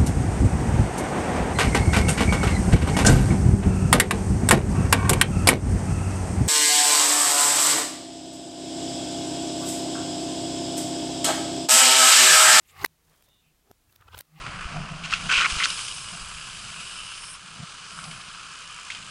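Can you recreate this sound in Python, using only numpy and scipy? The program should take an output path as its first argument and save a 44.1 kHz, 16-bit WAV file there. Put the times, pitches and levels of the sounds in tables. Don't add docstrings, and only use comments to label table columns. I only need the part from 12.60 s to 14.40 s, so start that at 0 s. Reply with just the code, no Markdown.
import sys
import numpy as np
from scipy import signal
from scipy.fft import rfft, irfft
from scipy.io import wavfile
from scipy.ndimage import uniform_filter1d

SR = 44100
rng = np.random.default_rng(int(sys.argv[2]) if len(sys.argv) > 2 else 0)


def wav_out(sig):
    wavfile.write(sys.argv[1], SR, np.round(np.clip(np.atleast_2d(sig).T, -1, 1) * 32767).astype(np.int16))


def undo_db(level):
    steps = np.asarray(level, float) / 20
    return 10 ** steps


N = 79380
M = N + 4410

# (frequency [Hz], level [dB], t60 [s])
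FRAME_MODES = [(482, -5, 0.02), (931, 0, 0.02), (1300, -6.5, 0.035), (1489, -0.5, 0.032),
               (2050, -6.5, 0.0099), (2670, -15, 0.01), (2878, -8, 0.03), (3370, -2.5, .02),
               (3760, -10, 0.017), (4040, -13, 0.017), (5000, -14, 0.013)]
# (frequency [Hz], level [dB], t60 [s])
TABLE_MODES = [(58.5, -4.5, 0.13), (87, -5, 0.28), (112.4, -5, 0.12)]
# (frequency [Hz], level [dB], t60 [s])
WOOD_MODES = [(105, -6, 0.052), (229, -6.5, 0.04), (406, -7, 0.066), (735, 2, 0.019), (1295, -9.5, .025),
              (1770, -9.5, 0.016), (2200, -16, 0.0079), (2770, -14, 0.017), (5760, 1.5, 0.0062)]
# (frequency [Hz], level [dB])
GRIT_TONE = [(500, -22), (1500, -6), (3200, 1), (5500, -8.5), (8000, -16.5), (16000, -19)]


def colour(x, table):
    hz = np.maximum(np.arange(len(x) // 2 + 1) * SR / len(x), 1)
    points = np.array(table)
    gain_db = np.interp(np.log(hz), np.log(points[:, 0]), points[:, 1])
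    return irfft(rfft(x) * undo_db(gain_db), len(x))


def unit(x):
    return x / np.sqrt(np.mean(x ** 2))


def ring(modes, push_s, shift=1., cycles=0., size=13230):
    longest_build_s = 0.0027
    t = np.arange(size) / SR
    out = 0
    for hz, db, t60 in modes:
        strike, detune = rng.standard_normal(2)
        build_s = push_s + min(cycles / hz, longest_build_s)
        rise = 1 - np.exp(-(t / build_s) ** 1.5)
        decay = undo_db(db + 0.73 * strike - 60 * t / t60)
        out = out + rise * decay * np.sin(2 * np.pi * hz * shift * (1 + 0.0079 * detune) * t + 1.43 * strike)
    return out


def crack(t60, rise_s=1e-5, tone=None):
    # (frequency [Hz], level [dB])
    hard_tone = [(500, -3.5), (2000, -2), (4000, 1), (7000, -6.5), (10000, -4), (14500, -1.5), (18000, 0.5)]
    t = np.arange(4410) / SR
    grit = rng.standard_normal(len(t)) * undo_db(3.5 * rng.standard_normal(len(t)))
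    rise = 1 - np.exp(-(t / rise_s) ** 2)
    decay = undo_db(-60 * t / t60) + undo_db(-14.5 - 60 * t / (1.2 * t60))
    return unit(colour(grit, hard_tone if tone is None else tone)) * rise * decay


def add(track, s, x, db):
    i = M - int(round(s * SR))
    track[i:i + len(x)] += undo_db(db) * x[:M - i]


def swells(rows, rough_db, rate):
    t, k = np.arange(N) / SR, int(SR / rate)
    out = 0
    for s, length_s, hz, width_hz, db in rows:
        band = signal.lfilter(*signal.iirpeak(hz, hz / width_hz, SR), rng.standard_normal(N))
        band = signal.lfilter(*signal.iirpeak(hz, hz / min(2 * width_hz, SR / 3), SR), band)
        uneven = unit(uniform_filter1d(uniform_filter1d(rng.standard_normal(N), k), k))
        swell = np.cos(np.pi * np.clip((t - s) / length_s / 1.5, -.5, .5)) ** 2
        out = out + unit(band) * undo_db(db + rough_db * uneven) * swell
    return out


def tail(bands, spread=1.6):
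    delay_s = 0.004
    t = np.arange(22050) / SR
    out = 0
    for hz, t60, db in bands:
        wide = spread + hz / 40000
        shape = [(hz / 2, -34), (hz / wide ** 2, -10), (hz / wide ** .5, 0),
                 (hz * wide ** .5, 0), (hz * wide ** 2, -10), (hz * 3, -40)]
        band = unit(colour(rng.standard_normal(len(t)), shape))
        out = out + band * undo_db(db - 60 * t / t60)
    return out * (1 - np.exp(-(t / delay_s) ** 2))


def room(x):
    # (frequency [Hz], t60 [s], level [dB])
    room_bands = [(413, 0.29, -30.5), (1140, 0.18, -26), (2000, 0.18, -25), (3500, .2, -28),
                  (8000, 0.34, -19.5), (14000, .2, -21.5)]
    # (delay [s], level [dB])
    echoes = [(.015, -22)]
    answer = tail(room_bands) * undo_db(-26.0)
    for s, db in echoes:
        answer[int(s * SR)] += undo_db(db)
    return x + signal.fftconvolve(x, answer)[:M]


def room_hiss():
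    # (frequency [Hz], density [dB per Hz])
    hiss_tone = [(15, -42.5), (25, 1.5), (59, -3.5), (242, -13), (317, -14.5), (516, -19), (734, -18.5),
                 (863, -20.5), (16000, -27)]
    noise = colour(rng.standard_normal(N), [(10, -20.5)] + list(hiss_tone))
    return unit(noise) * undo_db(-67)


def far_creaks():
    # (time [s], length [s], frequency [Hz], width [Hz], level [dB])
    creaks = [
        (0.74, 0.19, 3620, 240, -69),
        (0.75, 0.15, 2900, 140, -75),
        (0.871, 0.11, 2620, 490, -72.5),
        (0.586, 0.2, 3190, 220, -79.5),
        (0.51, 0.34, 462, 12, -78),
    ]
    return swells(creaks, rough_db=1.2, rate=50)


def finger_rubs():
    # (time [s], length [s], frequency [Hz], width [Hz], level [dB])
    rubs = [(.097, 0.039, 7200, 1100, -61.5), (.1, 0.072, 3500, 2000, -66.5),
            (.1, 0.089, 11900, 4020, -67.5), (.03, 0.12, 8600, 12800, -72), (.58, 0.36, 860, 1300, -72),
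            (.58, 0.34, 6830, 12100, -72.5), (1.32, 0.058, 13390, 5000, -67),
            (1.47, 0.35, 1300, 684, -68.5), (1.79, 0.079, 2270, 2000, -64), (1.09, 0.095, 490, 699, -76),
            (1.58, 0.081, 13100, 6000, -64.5)]
    return swells(rubs, rough_db=3.5, rate=117)


def skin_drags():
    # (time [s], length [s], frequency [Hz], width [Hz], level [dB])
    drags = [(.113, .025, 8100, 1400, -67.5), (0.101, 0.038, 2370, 1500, -63.5),
             (1.765, .04, 2080, 460, -67), (1.775, .04, 2800, 420, -66), (1.79, 0.034, 4400, 1500, -72),
             (.14, .14, 460, 120, -74), (.055, .03, 2500, 900, -68), (.21, .04, 1170, 150, -52),
             (.168, .035, 1900, 700, -63), (1.42, .025, 1300, 700, -62), (1.535, .04, 3100, 1200, -60),
             (.259, .012, 1500, 2000, -50)]
    return swells(drags, rough_db=3, rate=160)


def table_hum():
    # (time [s], level [dB], t60 [s])
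    nudges = [
        (.35, -57.5, 0.28),
        (0.543, -58.5, 0.35),
        (0.938, -60, 0.38),
        (1.790, -38, 0.19),
    ]
    hum_hz = 157
    wood = np.zeros(M)
    for s, db, t60 in nudges:
        add(wood, s, ring([(hum_hz, 0, t60), (2 * hum_hz, -22, .2)], push_s=0.0202), db)
    return wood


def finger_brushes():
    # (time [s], level [dB], pitch factor)
    brushes = [(.497, -65, 1.2), (.565, -65.5, 1.3), (.605, -70, 1.4), (.644, -62, 1.05),
               (.689, -57.5, 1.43), (.698, -63, .8)]
    air = np.zeros(M)
    for s, db, pitch in brushes:
        add(air, s, ring(WOOD_MODES[2:], 0.0013, pitch), db)
    return air


def finger_taps():
    # (time [s], level [dB])
    ticks = [(.499, -59), (0.564, -59.5), (.610, -59), (.626, -52), (0.662, -62), (.689, -56.5),
             (1.654, -63.5)]
    tap_s = 1.115
    air = np.zeros(M)
    add(air, tap_s, ring(WOOD_MODES, push_s=0.00054), -42.5)
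    add(air, tap_s, crack(t60=0.0075), -46)
    for s, db in ticks:
        add(air, s, crack(t60=0.015), db)
    return air


def frame_grit():
    # (time [s], level [dB], t60 [s])
    grits = [(1.4135, -54, 0.015), (1.487, -54, 0.041), (1.539, -52, 0.057), (1.5505, -39, 0.02),
             (1.564, -50, 0.029), (1.576, -39.5, 0.015), (1.599, -47, 0.029)]
    air = np.zeros(M)
    for s, db, t60 in grits:
        add(air, s, crack(t60, 0.002, GRIT_TONE), db)
    return air


def frame_rattle():
    # (time [s], ring [dB], table thud [dB], pitch factor)
    rocks = [(1.303, -56.5, -56.5, 1.8), (1.416, -51.5, -52, 0.9), (1.428, -49.5, -89, .95),
             (1.476, -52, -52, 0.65), (1.49, -37, -53, .9), (1.506, -65, -50.5, 0.75),
             (1.52, -62, -66, 1.02), (1.54, -37.5, -62, 0.83), (1.5513, -28, -43, 1.02),
             (1.562, -48, -58, 1.1)]
    # (time [s], ring [dB], crack [dB], table thud [dB], pitch factor)
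    knocks = [(1.413, -53, -58.5, -67.5, 1.046), (1.576, -38, -50.5, -72, 0.92),
              (1.581, -38, -36.5, -42.5, 0.69), (1.5906, -45, -35, -59, 0.85),
              (1.5934, -47, -43, -54, 0.79), (1.6085, -39, -38.5, -50.5, .55),
              (1.610, -33.5, -34, -47.5, 1.1)]
    air, wood = np.zeros(M), np.zeros(M)
    for s, ring_db, thud_db, pitch in rocks:
        add(air, s, ring(FRAME_MODES, 0.0031, pitch), ring_db - 1.5)
        add(wood, s, ring(TABLE_MODES, push_s=0.004), thud_db)
    for s, ring_db, crack_db, thud_db, pitch in knocks:
        add(air, s, ring(FRAME_MODES, 0.0013, pitch), ring_db - 6.0)
        add(air, s, crack(t60=0.015), crack_db)
        add(wood, s, ring(TABLE_MODES, push_s=0.004), thud_db)
    return air, wood


def silicone_creases():
    # (time [s], level [dB], rise [s])
    creases = [
        (.2630, -25, 0.0012),
        (1.328, -49, 0.0013),
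        (1.364, -40.5, 0.0022),
        (1.5514, -51, 0.0012),
    ]
    air = np.zeros(M)
    for s, db, rise_s in creases:
        add(air, s, crack(0.018, rise_s), db)
    return air


def pitched_clicks():
    # (time [s], frequency [Hz], level [dB], t60 [s])
    pings = [(.2354, 6500, -31, .007), (.2354, 13200, -36, .009), (.2352, 1000, -34, 0.015),
             (.2498, 14600, -24, .016), (.2502, 5300, -19, .009), (.2500, 9000, -28, .01),
             (.2497, 2930, -21.5, .012), (.2490, 10600, -28, 0.013), (.2624, 13500, -34, .008),
             (.2622, 2500, -32, .01), (1.5758, 3500, -34, .005), (1.5785, 1020, -41, .006),
             (1.5810, 15000, -38, .01), (1.5905, 13200, -26, .004), (1.5906, 9700, -29, 0.0066),
             (1.5931, 8500, -28, 0.0042), (1.5931, 9900, -31, 0.0047), (1.6100, 14600, -33, 0.018),
             (1.6102, 3300, -46, .006), (1.535, 1095, -45.5, .02), (1.797, 1180, -58, .07),
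             (1.793, 2800, -57, .05), (.2492, 1970, -16, .012), (.2496, 4350, -24, .01),
             (.2352, 4600, -36, .007), (.2622, 900, -34, .012), (1.549, 3300, -38, .012),
             (1.5795, 6200, -42, .006), (1.5905, 3600, -38, .008), (1.364, 4800, -52, .012),
             (1.547, 110, -44, .04), (1.799, 500, -52, .03)]
    air = np.zeros(M)
    for s, hz, db, t60 in pings:
        add(air, s, ring([(hz, 0, t60)], push_s=.0004), db)
    return air


def snap_echoes():
    # (time [s], level [dB], t60 [s])
    slaps = [
        (.176, -65, 0.019),
        (0.1997, -42.5, 0.027),
        (0.2198, -37.5, 0.029),
        (0.2277, -40, 0.022),
    ]
    # (time [s], level [dB], t60 [s])
    sparks = [(.160, -60, .02), (.183, -53, .02), (.2035, -50, .015), (.2125, -50, .012),
              (.2195, -48, .012), (.2235, -46, .012), (.2295, -48, .01)]
    dull, bright = np.zeros(M), np.zeros(M)
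    for s, db, t60 in slaps:
        add(dull, s, crack(t60, 0.0018, GRIT_TONE), db)
    for s, db, t60 in sparks:
        add(bright, s, crack(t60, .001), db)
    return dull, bright


def dome_pops():
    # (time [s], ring [dB], room [dB], table thud [dB])
    pop_events = [
        (0.2495, -10.5, -40, -35.5),
        (1.815, -44, -56, -75),
    ]
    # (time [s], level [dB], t60 [s])
    snaps = [(.2352, -46, 0.023), (0.2475, -21, 0.012), (.2488, -21, 0.012), (0.2499, -20, 0.008),
             (1.6206, -59.5, 0.048), (1.799, -73, 0.0088)]
    # (frequency [Hz], level [dB], t60 [s])
    dome_modes = [(279.5, -13, 0.029), (407, -4.5, 0.0198), (862, -1.5, 0.012), (1060, -10, 0.021),
                  (1172, -1, .016), (1586, -4.5, 0.023), (1996, 4, 0.013), (2760, -32.5, 0.004),
                  (3154, -3.5, 0.0044), (3980, -11.5, 0.011), (4178, -17.5, .01), (5400, -21, .008)]
    # (frequency [Hz], t60 [s], level [dB])
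    pop_room = [(384, 0.14, -7.5), (790, 0.23, -4), (1170, 0.26, -2), (1980, 0.36, -8), (2650, .35, -10),
                (4400, 0.28, -10), (7500, 0.32, -16), (13500, 0.3, -12)]
    # (frequency [Hz], level [dB], t60 [s])
    frame_after_pop = [(1122, -34, 0.1), (1230, -36.5, .3), (2140, -35, .3), (2930, -46.5, 0.38)]
    # (frequency [Hz], level [dB], t60 [s])
    table_under_pop = [(140.4, -45.5, 0.28), (196, -48, .15)]
    room_gap_s, thud_lag_s = .011, .010
    air, wood = np.zeros(M), np.zeros(M)
    for s, ring_db, room_db, thud_db in pop_events:
        add(air, s, ring(dome_modes, 1e-4, cycles=1.9), ring_db)
        add(air, s - room_gap_s, tail(pop_room, spread=1.05), room_db)
        add(air, s, ring(frame_after_pop, push_s=0.027), ring_db)
        add(wood, s - thud_lag_s, ring(TABLE_MODES, push_s=.008), thud_db)
    for s, db, t60 in snaps:
        add(air, s, crack(t60), db)
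    add(wood, pop_events[0][0], ring(table_under_pop, push_s=0.004), 0)
    return air, wood


def scene():
    rattle, rattle_thuds = frame_rattle()
    pop, pop_thuds = dome_pops()
    slaps, sparks = snap_echoes()
    in_room = room(rattle + silicone_creases() + finger_taps() + frame_grit())
    air_highpass = signal.butter(2, 186, "high", fs=SR, output="sos")
    thin = signal.sosfilt(air_highpass, pop + slaps + finger_brushes())
    wood = rattle_thuds + pop_thuds + table_hum()
    backwards = (in_room + thin + wood + pitched_clicks() + sparks)[::-1][:N]
    friction = finger_rubs() + skin_drags() + far_creaks()
    return (backwards + friction + room_hiss())[None]


def band_limit(x):
    return signal.sosfilt(signal.butter(12, 16470, fs=SR, output="sos"), x)


def record(dry):
    bass_cut = signal.butter(2, 25.4, "high", fs=SR, output="sos")
    top_cut = signal.ellip(8, .1, 50, 15900, fs=SR, output="sos")
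    x = signal.sosfiltfilt(bass_cut, dry, padtype="even")
    return band_limit(signal.sosfiltfilt(top_cut, x))


dry = scene()
out = record(dry)
wav_out(out)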